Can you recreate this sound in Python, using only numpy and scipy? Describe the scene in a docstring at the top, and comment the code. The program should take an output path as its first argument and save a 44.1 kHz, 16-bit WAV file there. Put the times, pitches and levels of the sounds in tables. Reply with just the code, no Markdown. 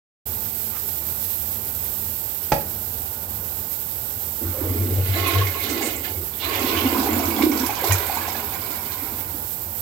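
"""Toilet lid and flush

In a small bathroom a fan drones under a bright hiss, and the left channel is muffled. A raised lid
knocks against the tank and rings in its damped modes. Then the toilet flushes: slugs of water make
the trap boom, two surges splash into the bowl, the siphon gulps air and the flow dies away. Most of
the water's sound comes from bubbles, damped oscillators that ring higher the smaller they are."""
import sys
import numpy as np
from scipy import signal
from scipy.fft import rfft, irfft
from scipy.io import wavfile
from scipy.ndimage import uniform_filter1d

SR = 44100
rng = np.random.default_rng(int(sys.argv[2]) if len(sys.argv) > 2 else 0)


def transcribe(signal):
    """Save signal, clipped to [-1, 1], as a 16-bit WAV file at the path in sys.argv[1]."""
    frames = np.atleast_2d(signal).T
    limited = np.clip(frames, -1, 1)
    pcm = np.round(limited * 32767).astype(np.int16)
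    wavfile.write(sys.argv[1], SR, pcm)


N = 432621
TIME = np.arange(N) / SR

FLUSH_S, DRAIN_FROM_S, DRAIN_TO_S = 4.25, 6.3, 7.52
FAN_DB, USUAL_STREAM_DB = -39, -33

# Levels in the tables are relative; each source adds its own gain.
# Reverberation time of the room: f/Hz, T60/s
ROOM_DECAY = [(100, 0.42), (400, 0.41), (1000, 0.27), (4000, 0.34), (14000, 0.14)]
# Left-right coherence, clipped in use: f/Hz, coherence
COHERENCE = [(25, 1), (55, 0.86), (95, 1), (130, 0.81), (300, 0.74), (650, 0.17), (1300, -0.067),
             (16000, -1.5)]
# Left channel relative to right: f/Hz, level/dB
LEFT_BALANCE = [(60, 0), (110, 3), (200, 1), (300, -6.5), (480, 0), (900, -3.5), (1300, -6), (1750, -7),
                (2200, -11), (4400, -18.5), (6500, -27.5), (8500, -40), (12500, -28.5), (16000, -31)]
# Spectra of the fan, the hiss, the hand, plastic cracking on porcelain and the trap: f/Hz, level/dB
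FAN_SPECTRUM = [(15, -44), (30, -24), (52, -8), (72, 3.5), (95, 4.5), (128, -12), (165, -7), (195, -13),
                (280, -14), (400, -10.5), (650, -15.5), (900, -17), (1100, -21), (2000, -29.5),
                (3500, -39.5), (7000, -56)]
HISS_SPECTRUM = [(1200, -24), (2500, -19.5), (4000, -17.5), (5300, -16), (6500, -17), (7300, -13.5),
                 (7850, -9.5), (8700, -15), (10500, -12), (12000, -5), (13400, 2), (14500, 0), (16000, -8)]
RUB_SPECTRUM = [(500, -27), (1000, -9), (1200, 3), (1550, -7), (2200, -7), (6000, -16)]
CRACK_SPECTRUM = [(20, -30), (60, 4), (150, 13), (230, 8.5), (560, 2), (850, 8), (1250, -2), (2200, -1),
                  (3400, -10.5), (4700, -5.5), (7000, -13), (9000, -22), (16000, -40)]
RUMBLE_SPECTRUM = [(20, -21), (55, 3.5), (130, -1), (210, -11), (320, -9), (1000, -68)]
# Resonances of the fan housing: f/Hz, bandwidth/Hz, level/dB
HOUSING_MODES = [(222, 7.4, 9.5), (791.5, 11, 8), (874, 13.4, 6.5), (1444, 63, 4.5)]
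# Envelope of the hiss: t/s, level/dB
HISS_LEVEL = [(0.3, -30.5), (1.46, -29.5), (3.29, -33), (3.82, -31), (6.46, -33.5), (6.65, -30.5),
              (7.31, -30.5), (7.81, -34), (7.84, -29), (8.37, -33.5), (9.67, -33), (9.8, -32)]
# Impacts of the chattering lid on the tank: t/s, level/dB
LID_KNOCKS = [(2.5195, -8), (2.5219, -13.5), (2.5256, -12), (2.530, -17), (2.556, -25)]
# Modes of the lid: f/Hz, level/dB, T60/s
LID_MODES = [(80, -7, 0.14), (150, -3, 0.17), (233, -17, 0.28), (425, -17, 0.2), (563, -10.5, 0.35),
             (611, -5.5, 0.26), (781, -26, 0.16), (840, -1, 0.038), (886, -26, 0.08), (1290, -21, 0.07),
             (1644, -18, 0.05), (1930, -17, 0.04), (2230, -21, 0.045), (2770, -24, 0.06), (3700, -33, 0.1)]
# Strength of the stream on the porcelain and of the churn in the bowl's throat: t/s, level/dB
STREAM_LEVEL = [(4.3, -72), (4.45, -57), (4.8, -48.5), (5.02, -46), (5.18, -32.5), (5.42, -32.5),
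                (5.49, -40.5), (5.58, -38.5), (5.68, -35.5), (5.89, -35), (6.0, -47.5), (6.2, -58.5),
                (6.37, -54), (6.44, -35.5), (6.62, -34), (6.8, -33.5), (6.95, -35.5), (7.44, -38.5),
                (7.49, -45), (7.55, -38), (7.92, -36.5), (8.25, -38), (8.48, -43), (9.2, -49.5),
                (9.45, -62.5), (9.8, -63)]
CHURN_LEVEL = [(4.39, -71), (4.42, -33), (4.52, -45), (4.62, -35.5), (4.82, -30.5), (4.94, -38),
               (5.08, -41.5), (5.17, -31), (5.42, -33), (5.56, -40.5), (5.76, -29), (5.95, -39),
               (6.37, -55), (6.48, -32), (6.9, -28.5), (7.52, -29.5), (7.76, -47), (7.85, -30.5),
               (8.02, -40), (9.3, -47.5), (9.8, -69)]
# Sheets slapping the porcelain, gushes exciting the bowl, slugs in the trap: t/s, level/dB, rise/s
STREAM_SLAPS = [(5.245, -37.5, 0.05), (6.022, -38.5, 0.036), (6.74, -42, 0.051), (7.408, -37, 0.017),
                (7.9, -31, 0.0097), (8.91, -54, 0.029)]
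BOWL_GUSHES = [(5.17, -44, 0.015), (5.255, -31, 0.022), (5.34, -33, 0.013), (5.4, -32, 0.015),
               (5.545, -36, 0.014)]
TRAP_SLUGS = [(4.43, -24, 0.042), (4.6, -27.5, 0.059), (4.68, -24, 0.032), (4.77, -19.5, 0.05),
              (4.89, -20.5, 0.045), (4.955, -17.5, 0.046), (5.075, -18.5, 0.034), (5.17, -24, 0.058),
              (5.325, -16, 0.062), (6.15, -28, 0.031), (6.74, -30, 0.03), (6.825, -27.5, 0.028),
              (7.11, -31.5, 0.037), (7.25, -34, 0.029), (7.885, -15.5, 0.033)]
# Filters that shape the bubble clouds: f/Hz, level/dB
SPRAY_SPECTRUM = [(2500, -11.5), (4800, -1), (6200, -12), (7100, -2.5), (8100, -3.5), (9200, -12),
                  (11000, -6), (13000, 6), (16000, -24)]
RUSH_SPECTRUM = [(900, 2), (2000, -5.5), (2700, 2.5), (3200, -0.5), (4200, -2.5), (5200, -9), (6500, -7),
                 (10000, -16), (16000, -31)]
SPLASH_SPECTRUM = [(500, -10), (1200, -10.5), (1550, -1.5), (1850, -3), (2250, 3), (2700, -13), (4500, -17),
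                   (9000, -24), (16000, -34)]
SLOSH_SPECTRUM = [(400, -14), (560, 0), (620, 0.5), (740, 6), (860, 0.5), (1020, 3.5), (1150, 2.5),
                  (1350, -2.5), (1600, -12.5), (2500, -39)]
GURGLE_SPECTRUM = [(150, -54), (195, -16), (225, -2), (255, -1), (290, -0.5), (320, -0.5), (365, -3),
                   (420, -5.5), (520, -7.5), (700, -23.5)]
# Standing waves between bowl and walls; air modes over the full bowl: f/Hz, bandwidth/Hz, level/dB
STANDING_WAVES = [(230.5, 10, 7.5), (285, 17, 1.5), (318, 11, 6.5), (374, 4.2, -8), (422.7, 14, 0.5),
                  (570, 4.8, -7), (773, 8, -15), (804, 16, -15), (950, 22, -3), (1478, 21, 6.5),
                  (2130, 21, -11), (2510, 20, -19), (2640, 26, -9)]
BRIM_MODES = [(430, 50, 7), (703, 64, 3.5), (813, 39, 1.5), (1110, 60, 0.5), (1396, 110, 3.5),
              (1765, 95, 2), (2115, 190, 4), (2460, 70, -2), (2850, 230, -0.5), (3930, 3000, 1)]
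# Cavity modes: f full/Hz, f drained/Hz, stage half-width/Hz, level full/dB, level drained/dB
BOWL_MODES = [(694, 787, 66, -5, -6), (1083, 1005, 18, 1, -0.5), (1408, 1490, 41, -16, -7),
              (2120, 2290, 78, -4, -5)]
# Ring of the cavity relative to the stream: t/s, level/dB
BOWL_RING_LEVEL = [(5.08, -25), (5.22, -1.5), (5.45, -6), (5.65, -15), (5.95, -13), (6.55, -2.5),
                   (7.5, -3.5), (8.3, -1), (9.2, 2)]
# Drops smacking wet porcelain: t/s, level/dB, f/Hz
DROP_IMPACTS = [(5.474, -25, 5500), (6.489, -26, 9200), (6.594, -19, 7050), (6.693, -24, 3723),
                (6.996, -21, 4654), (7.019, -26, 4580), (7.192, -21, 5800), (7.256, -19.5, 5780),
                (7.364, -19, 3490), (7.4228, -17, 3920), (7.516, -23, 5100), (7.575, -16.5, 5330),
                (7.598, -16.5, 5346), (7.619, -29, 6570), (7.6635, -20, 5300), (7.666, -15, 10900),
                (7.753, -21.5, 5310), (7.842, -22, 4410), (7.873, -18, 4360), (7.921, -10, 7110),
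                (7.923, -9.5, 11200), (7.983, -24, 4370), (8.067, -18, 8950), (8.155, -22, 7800),
                (8.365, -26, 4250), (8.539, -28, 6840), (8.617, -25, 5040), (8.715, -28, 6540),
                (8.85, -30, 6500), (8.92, -26, 4790)]
# Air and water spitting from the jet and rim holes: t/s, level/dB, f/Hz, bandwidth/Hz, half-length/s
HOLE_SQUIRTS = [(4.479, -48.5, 1180, 400, .04), (4.576, -35.5, 527, 70, 0.041),
                (4.629, -48, 1140, 450, 0.14), (4.654, -34, 510, 90, 0.022), (4.983, -34, 487, 110, 0.021),
                (5.28, -25, 12600, 3000, 0.014), (5.384, -32, 425, 60, 0.043),
                (5.648, -36, 3570, 1800, 0.025), (5.705, -31, 6950, 3500, 0.014),
                (5.832, -32.5, 7200, 1800, 0.02), (5.866, -31, 7760, 2200, 0.023),
                (5.967, -35, 7500, 1400, 0.01), (6.081, -41, 726, 220, 0.023), (6.155, -40, 505, 60, .015),
                (6.34, -45, 3600, 1410, 0.01), (6.425, -34, 3400, 1280, 0.029),
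                (6.443, -31, 4080, 220, .017), (6.55, -30.5, 2420, 1300, 0.032),
                (6.694, -31, 3380, 2200, 0.035), (6.785, -30, 2960, 790, .024),
                (6.87, -34, 2900, 503, 0.013)]
# Bursting bubbles: t/s, level/dB, f/Hz, relative spray level/dB
BUBBLE_BURSTS = [(5.159, -22, 650, -25), (5.47, -16, 2120, -3), (5.81, -20, 780, -20),
                 (6.456, -22, 1180, -18), (6.947, -14, 1000, -7), (6.968, -20, 1240, -16),
                 (7.029, -14, 770, -1), (7.07, -15, 766, -15), (7.131, -17, 7130, -20),
                 (7.197, -14, 714, -18), (7.237, -18, 980, -19), (7.391, -15, 760, -20),
                 (7.415, -18, 1100, -16), (7.422, -18, 2300, 3), (7.518, -20.5, 2220, -2),
                 (7.637, -17, 950, -20), (7.693, -13, 810, -20), (7.822, -18, 511, -20),
                 (7.84, -12.5, 773, -2), (7.892, -21, 633, -18), (7.908, -16.5, 986, -20),
                 (7.912, -20, 1480, -15), (7.918, -16, 1858, -15), (7.924, -18, 2367, -15),
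                 (7.952, -24, 1350, -20), (8.097, -13.5, 779, -16), (8.171, -13.5, 915, -17),
                 (8.28, -20.5, 763, 4), (8.352, -21, 755, -14)]
# Nominal pitch of the large bubbles, highest at each surge and as the siphon breaks: t/s, f/Hz
GURGLE_PITCH = [(5.05, 300), (5.35, 400), (5.75, 310), (6.48, 375), (6.8, 292.6), (7.68, 295), (7.82, 440),
                (7.95, 440), (8.2, 305), (9.4, 301.2)]
# Air gulped through the trap: t/s, level/dB, f/Hz, decay/periods
SIPHON_GULPS = [(4.424, -21, 297, 1.7), (4.612, -16.5, 313, 2.8), (4.702, -19, 246, 1.7),
                (4.753, -15, 320, 2), (4.806, -18, 314, 1.6), (4.853, -15, 323, 2.8), (4.938, -29, 366, 2),
                (5.73, -19.5, 295, 7), (5.765, -18, 320, 6.6), (5.817, -26, 318, 3.3),
                (5.871, -20.5, 321, 4.7), (6.176, -24, 350, 1.9), (6.613, -13.5, 318, 2),
                (6.637, -12.5, 275, 1.7), (6.744, -13.5, 305, 2), (6.846, -8, 271, 3.4),
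                (6.926, -11.5, 326, 1.6), (6.984, -9, 281, 2.8), (7.088, -11, 310, 5.2),
                (7.16, -12.5, 286, 2.6), (7.277, -18, 273, 2), (7.341, -18, 326, 2), (7.404, -8, 284, 1.5),
                (7.434, -2, 313, 3.4), (7.466, -8.5, 319, 2.2), (7.494, -12, 266, 2),
                (7.524, -19, 298, 2.6), (7.598, -15.5, 253, 2.5), (7.63, -12, 294, 1.7),
                (9.021, -24, 293, 3.5), (9.341, -24.5, 303, 2.9)]


def amp(db):
    """Amplitude ratio of a level in decibels."""
    return 10 ** (np.asarray(db) / 20)


def unit_rms(x):
    """Normalisation to unit mean power."""
    return x / np.sqrt(np.mean(x ** 2) + 1e-20)


def noise(n=N):
    """Gaussian white noise."""
    return rng.standard_normal(n)


def at_hz(points, hz):
    """Interpolation on a logarithmic frequency axis."""
    f, value = np.transpose(points)
    return np.interp(np.log(hz + 1), np.log(f + 1), value)


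def curve(points):
    """Linear interpolation in time, held at the ends."""
    return np.interp(TIME, *np.transpose(points))


def add(mix, s, sound):
    """Superposition of a sound starting at time s."""
    part = mix[round(s * SR):][:len(sound)]
    part += sound[:len(part)]


def swells(rows):
    """Sum of envelopes that each rise to a peak and decay."""
    out, t = np.zeros(N), np.arange(SR // 2) / SR
    for s, db, rise_s in rows:
        add(out, s, amp(db) * (t / rise_s * np.exp(1 - t / rise_s)) ** 2)
    return out


def drift(hz):
    """Random modulation of unit rms and a bandwidth of about hz."""
    n = N // 64
    lowpass = np.exp(-(np.fft.rfftfreq(n, N / SR / n) / hz) ** 2)
    slow = unit_rms(irfft(rfft(noise(n)) * lowpass, n))
    return np.interp(TIME, np.linspace(0, N / SR, n), slow)


def steadied(x, seconds):
    """Division by the running rms, which leaves only the faster fluctuations."""
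    power = uniform_filter1d(np.atleast_2d(x ** 2).mean(0), int(seconds * SR))
    return x / np.sqrt(uniform_filter1d(abs(power), int(seconds * SR / 2)) + 1e-12)


def colour(x, spectrum):
    """Minimum-phase filtering to a spectrum of f/Hz, level/dB."""
    log_gain = np.log(amp(at_hz(spectrum, np.fft.rfftfreq(8192, 1 / SR))))
    mirrored = np.r_[log_gain, log_gain[-2:0:-1]]
    taps = np.fft.ifft(np.exp(np.conj(signal.hilbert(mirrored)))).real
    return signal.oaconvolve(x, taps[:len(taps) // 2])[:len(x)]


def highpass(x, hz):
    """Fourth-order attenuation below hz."""
    return signal.sosfilt(signal.butter(4, hz, "highpass", fs=SR, output="sos"), x)


def resonate(x, hz, width_hz):
    """Forced response of one resonator with unit peak gain."""
    return signal.lfilter(*signal.iirpeak(hz, hz / width_hz, SR), x)


def modal(x, modes):
    """Forced response of resonators in parallel."""
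    return sum(amp(db) * resonate(x, hz, width) for hz, width, db in modes)


def ringing(x, modes):
    """Superposition of the direct sound and its resonances."""
    return x + modal(x, modes)


def gliding(x, hz, width_hz):
    """Two resonant stages in cascade, each width_hz wide, tuned along the curve hz."""
    carrier = np.exp(2j * np.pi * np.cumsum(hz) / SR)
    pole = np.exp(-np.pi * width_hz / SR)
    baseband = signal.lfilter([(1 - pole) ** 2], [1, -2 * pole, pole ** 2], x / carrier)
    return 2 * (carrier * baseband).real


def diffuse(a, b):
    """A diffuse field at two nearby points: independent signals made partly coherent."""
    coherence = np.clip(at_hz(COHERENCE, np.fft.rfftfreq(len(a), 1 / SR)), -1, 1)
    left = irfft(coherence * rfft(a) + np.sqrt(1 - coherence ** 2) * rfft(b), len(a))
    return np.array([left, a])


def room(x, wet_db):
    """Reverberation: the dense echoes of a small hard room decay exponentially."""
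    hz, t, spectra = signal.stft(noise((2, SR // 2)), SR, nperseg=256)
    decay = amp(-60 * t / at_hz(ROOM_DECAY, hz)[:, None])
    tails = signal.istft(spectra * decay, SR, nperseg=256)[1]
    onset = np.clip(np.arange(tails.shape[1]) / SR / 0.0014 - .5, 0, 1)
    tails = diffuse(*(tails * onset))
    echoes = signal.oaconvolve(x[None], tails / np.linalg.norm(tails[1]), axes=1)[:, :N]
    return (x + amp(wet_db) * echoes) / np.sqrt(1 + amp(wet_db) ** 2)


def fan():
    """Low broadband noise drives the resonances of the fan housing."""
    sides = [ringing(colour(noise(), FAN_SPECTRUM), HOUSING_MODES) for side in range(2)]
    return amp(FAN_DB + 0.77 * drift(3.5)) * unit_rms(diffuse(*sides))


def hiss():
    """Bright noise, incoherent between the channels, flickers by random amplitude modulation."""
    sides = np.array([colour(noise(), HISS_SPECTRUM) for side in range(2)])
    return amp(curve(HISS_LEVEL) + 1.58 + 0.94 * drift(18)) * unit_rms(sides)


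def hand():
    """Friction: a hand reaching for the lid makes a faint, brief rub."""
    rub = colour(noise() * amp(3.9 * drift(60)), RUB_SPECTRUM)
    envelope = np.exp(-((TIME - .76) / 0.046) ** 2)
    return room(amp(-46.5) * unit_rms(rub) * envelope, wet_db=-5)


def lid():
    """Impact excitation: each knock gives a click, a short crack and the free vibration of the lid."""
    knocks, t = np.zeros(N), np.arange(SR // 2) / SR
    ring = sum(amp(db - 60 * t / t60) * np.sin(2 * np.pi * hz * t) for hz, db, t60 in LID_MODES)
    for s, db in LID_KNOCKS:
        contact = signal.unit_impulse(len(t)) + noise(len(t)) * np.exp(-t / 0.0053)
        crack = colour(contact, CRACK_SPECTRUM)
        add(knocks, s, amp(db) * (amp(-6.5) * ring + amp(-2.5) * crack))
    return room(highpass(knocks, hz=42), wet_db=-4)


def bubble(hz, cycles, rise, onset):
    """A damped oscillator whose pitch climbs as it nears the surface; cycles and onset count periods."""
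    periods = np.arange(int(6 * cycles * SR / hz)) * hz / SR
    envelope = np.exp(-periods / cycles) * (1 - np.exp(-periods / onset))
    phase = 2 * np.pi * periods * (1 + rise * periods / cycles / 2)
    return envelope / envelope.max() * np.sin(phase)


def bubbles(low_hz, high_hz, per_s, cycles, rise, spread_db, sizes):
    """Superposition of bubbles born at random from the start of the flush onward."""
    n = N - int(FLUSH_S * SR)
    born = rng.random(n) < per_s / SR
    level_db = spread_db * np.minimum(rng.exponential(1, n), 4)
    size = rng.integers(0, sizes, n)
    kicks = born * amp(level_db) * rng.choice([-1, 1], n)
    cloud = np.zeros(n)
    for k, hz in enumerate(np.geomspace(low_hz, high_hz, sizes)):
        cloud += hz * signal.oaconvolve(kicks * (size == k), bubble(hz, cycles, rise, onset=0.14))[:n]
    return np.r_[np.zeros(N - n), unit_rms(cloud)]


def stream_db():
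    """Drive on the porcelain: the amplitudes of the stream and its slaps add."""
    return 20 * np.log10(amp(curve(STREAM_LEVEL)) + swells(STREAM_SLAPS))


def drained():
    """Emptied fraction of the bowl, from 0 to 1."""
    return np.clip((TIME - DRAIN_FROM_S) / (DRAIN_TO_S - DRAIN_FROM_S), 0, 1)


def flow_gain(drive_db, full_db, drained_db, slope):
    """Amplitude as a power law of the drive, with an offset that shifts as the bowl drains."""
    offset_db = full_db + (drained_db - full_db) * drained()
    return amp(USUAL_STREAM_DB + slope * (drive_db - USUAL_STREAM_DB) + offset_db)


def drips():
    """As the bowl drains, drops strike the shallow water and excite tiny damped notes."""
    notes = bubbles(2296, 8770, per_s=73, cycles=15, rise=0.017, spread_db=4, sizes=22)
    return amp(curve(STREAM_LEVEL) - 10) * drained() * steadied(room(notes, wet_db=-5), 0.14)


def spray():
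    """Impacts of flying droplets make fine, high ticks."""
    ticks = bubbles(3588, 15020, per_s=3100, cycles=24, rise=0.0063, spread_db=4.5, sizes=28)
    ticks = colour(ticks * amp(3.8 * drift(40)), SPRAY_SPECTRUM)
    gain = flow_gain(stream_db(), full_db=-4.5, drained_db=-1, slope=0.74)
    return gain * steadied(room(ticks, wet_db=-5.5), 0.58)


def spatters(decay_s=0.0025, q=3.9):
    """The impact of a flung drop is a crisp noise burst in a heavily damped resonance."""
    out, t = np.zeros(N), np.arange(SR // 20) / SR
    for s, db, hz in DROP_IMPACTS:
        smack = resonate(noise(len(t)) * np.exp(-t / decay_s), hz, hz / q)
        add(out, s, amp(db) * smack / abs(smack).max())
    return room(out, wet_db=0.5)


def squirts():
    """Air and water forced through holes give band noise: a gargle at the jet, a whistle at the rim."""
    out, t = np.zeros(N), np.arange(-SR // 8, SR // 8) / SR
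    for s, db, hz, width, half_s in HOLE_SQUIRTS:
        band = resonate(resonate(noise(len(t)), hz, width), hz, 2 * width)
        add(out, s + t[0], amp(db) * unit_rms(band) * np.exp(-(t / half_s) ** 2))
    return room(out, wet_db=-2.5)


def pops(piece_span_s=0.04, piece_spread=0.37):
    """Fragmentation: a bubble bursts with a note and a puff of spray into four of similar pitch."""
    out, t = np.zeros(N), np.arange(SR // 10) / SR
    spray_band = signal.butter(2, [2500, 9000], "bandpass", fs=SR, output="sos")
    puff_envelope = np.exp(-t / 0.013) * (1 - np.exp(-t / 0.0024))
    for s, db, hz, spray_db in BUBBLE_BURSTS:
        puff = signal.sosfilt(spray_band, noise(len(t)) * puff_envelope)
        add(out, s, amp(db - 5.5) * bubble(hz, cycles=hz * 0.0048, rise=0.0066, onset=0.77))
        add(out, s, amp(db + spray_db - 7.5) * puff)
        for late, pitch in rng.random(size=(4, 2)):
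            piece = bubble(hz * np.exp(piece_spread * (pitch - .4)), cycles=3.2, rise=0.013, onset=0.54)
            add(out, s + piece_span_s * late, amp(db - 14 - 9.7 * late) * piece)
    return room(out, wet_db=-3)


def bowl_cavity(waver_share=0.048, gush_hz=1076):
    """Cavity resonance: patter and gushes ring the air in the bowl, whose modes shift as it drains."""
    patter = noise() * amp(7 * drift(26))
    empty, ring = drained(), np.zeros(N)
    waver = 1 + waver_share * empty * drift(29.4)  # the shallow water rocks
    for full_hz, drained_hz, half_width, full_db, drained_db in BOWL_MODES:
        hz = (full_hz + (drained_hz - full_hz) * empty ** 2) * waver
        note = gliding(patter, hz, 2 * half_width)
        ring += amp(full_db + (drained_db - full_db) * empty) * steadied(note, 0.18)
    gain = amp(curve(STREAM_LEVEL) + curve(BOWL_RING_LEVEL)) * (TIME > FLUSH_S)
    gushes = swells(BOWL_GUSHES) * steadied(gliding(patter, np.full(N, gush_hz), width_hz=55), .05)
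    return gain * steadied(room(ring, wet_db=-3), 0.093) + room(gushes, wet_db=-4)


def brimming(x, ends_s=6.56, fade_s=0.56):
    """Air resonances over the full bowl filter the splashing, and fade as the siphon takes hold."""
    full = np.clip((ends_s - TIME) / fade_s, 0, 1)
    return (1 - full) * x + full * modal(x, BRIM_MODES)


def rush():
    """The rim jets entrain tiny bubbles, whose notes merge into a dense fizz."""
    fizz = bubbles(1838, 6860, per_s=6000, cycles=8.7, rise=0.016, spread_db=4.5, sizes=24)
    fizz += amp(-10) * noise()
    fizz = colour(fizz * amp(4.4 * drift(44)), RUSH_SPECTRUM)
    gain = flow_gain(stream_db(), full_db=-2.85, drained_db=-4, slope=1.06) * (TIME > FLUSH_S)
    return gain * steadied(room(fizz, wet_db=-2.5), 0.041)


def splash():
    """Water breaking on the porcelain entrains small bubbles in quick clumps."""
    cloud = bubbles(1029, 5280, per_s=1500, cycles=9.4, rise=0.015, spread_db=5.5, sizes=32)
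    cloud = colour(cloud * amp(2 * drift(39)), SPLASH_SPECTRUM)
    gain = flow_gain(stream_db(), full_db=-2.5, drained_db=-1.3, slope=0.93)
    return gain * steadied(room(ringing(cloud, STANDING_WAVES), wet_db=10), 0.15)


def slosh(churn_share=0.36):
    """Meeting streams entrain middle-sized bubbles, which excite the standing waves."""
    cloud = bubbles(472, 2150, per_s=2000, cycles=6, rise=0.044, spread_db=3, sizes=32)
    cloud = ringing(colour(cloud, SLOSH_SPECTRUM), STANDING_WAVES)
    drive_db = churn_share * curve(CHURN_LEVEL) + (1 - churn_share) * curve(STREAM_LEVEL)
    gain = flow_gain(drive_db, full_db=-4.5, drained_db=0.52, slope=1)
    return gain * steadied(room(cloud, wet_db=-0.5), 0.1)


def gurgle():
    """Large bubbles resonate in the throat of the bowl, higher in pitch when they are smaller."""
    cloud = bubbles(192.2, 695, per_s=300, cycles=3.65, rise=0.016, spread_db=0, sizes=24)
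    cloud = colour(cloud, GURGLE_SPECTRUM)[int(FLUSH_S * SR):]
    speed = curve(GURGLE_PITCH) / 305  # scales every frequency in the cloud
    churn = np.interp(np.cumsum(speed) % len(cloud), np.arange(len(cloud)), cloud)
    churn = ringing(highpass(churn, hz=223), STANDING_WAVES)
    gain = amp(curve(CHURN_LEVEL) - 1 + 1.8 * drift(12)) * (TIME > FLUSH_S)
    return gain * steadied(room(churn, wet_db=-4.5), 0.18)


def gulps():
    """The siphon draws in air as single large bubbles, each ringing for a few periods."""
    out = np.zeros(N)
    for s, db, hz, cycles in SIPHON_GULPS:
        add(out, s, amp(db - 4.5) * bubble(hz, cycles, rise=0.0049, onset=0.64))
    return room(highpass(out, hz=230), wet_db=-5)


def trap(full_hz=95.9, full_db=-19, sag_hz_per_db=0.9):
    """Forced oscillation: slugs and churn drive the trap on a low note that sags as it weakens."""
    drive = amp(curve(CHURN_LEVEL) - 8.5) * (TIME > FLUSH_S) + amp(-0.5) * swells(TRAP_SLUGS)
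    weakness_db = np.clip(full_db - 20 * np.log10(drive + 1e-9), 0, 21)
    hz = full_hz - sag_hz_per_db * weakness_db
    periods = np.cumsum(hz) / SR + 0.075 * drift(6.6)  # the note wavers
    tone = np.sqrt(2) * np.sin(2 * np.pi * periods)
    rumble = unit_rms(colour(noise(), RUMBLE_SPECTRUM))
    boom = drive * amp(-2.5 + 0.59 * drift(3.8)) * (tone + amp(-15.5) * rumble)
    return highpass(boom, hz=42)


def scene():
    """Superposition of the background, the lid and the water."""
    water = trap() + gurgle() + gulps() + brimming(slosh() + splash() + rush())
    water += spray() + squirts() + drips() + bowl_cavity() + pops() + spatters()
    return fan() + hiss() + hand() + lid() + water


def record(dry, start_s=0.255, edge_hz=15950):
    """Channel filtering: the left loses its treble; both start abruptly and are band-limited."""
    hz = np.fft.rfftfreq(N, 1 / SR)
    ratio = amp(at_hz(LEFT_BALANCE, hz))
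    coherence = np.clip(at_hz(COHERENCE, hz), 0, 1)
    right = 2 / np.sqrt(1 + ratio ** 2 + 2 * coherence * ratio)  # keeps the level of the pair's mean
    heard = irfft(rfft(dry) * np.array([ratio * right, right]), N)
    heard *= np.clip((TIME - start_s) / 0.011, 0, 1)
    lowpass = signal.firwin(511, edge_hz, window=("kaiser", 9), fs=SR)
    return signal.oaconvolve(heard, lowpass[None], "same")


dry = scene()
out = record(dry)
transcribe(out)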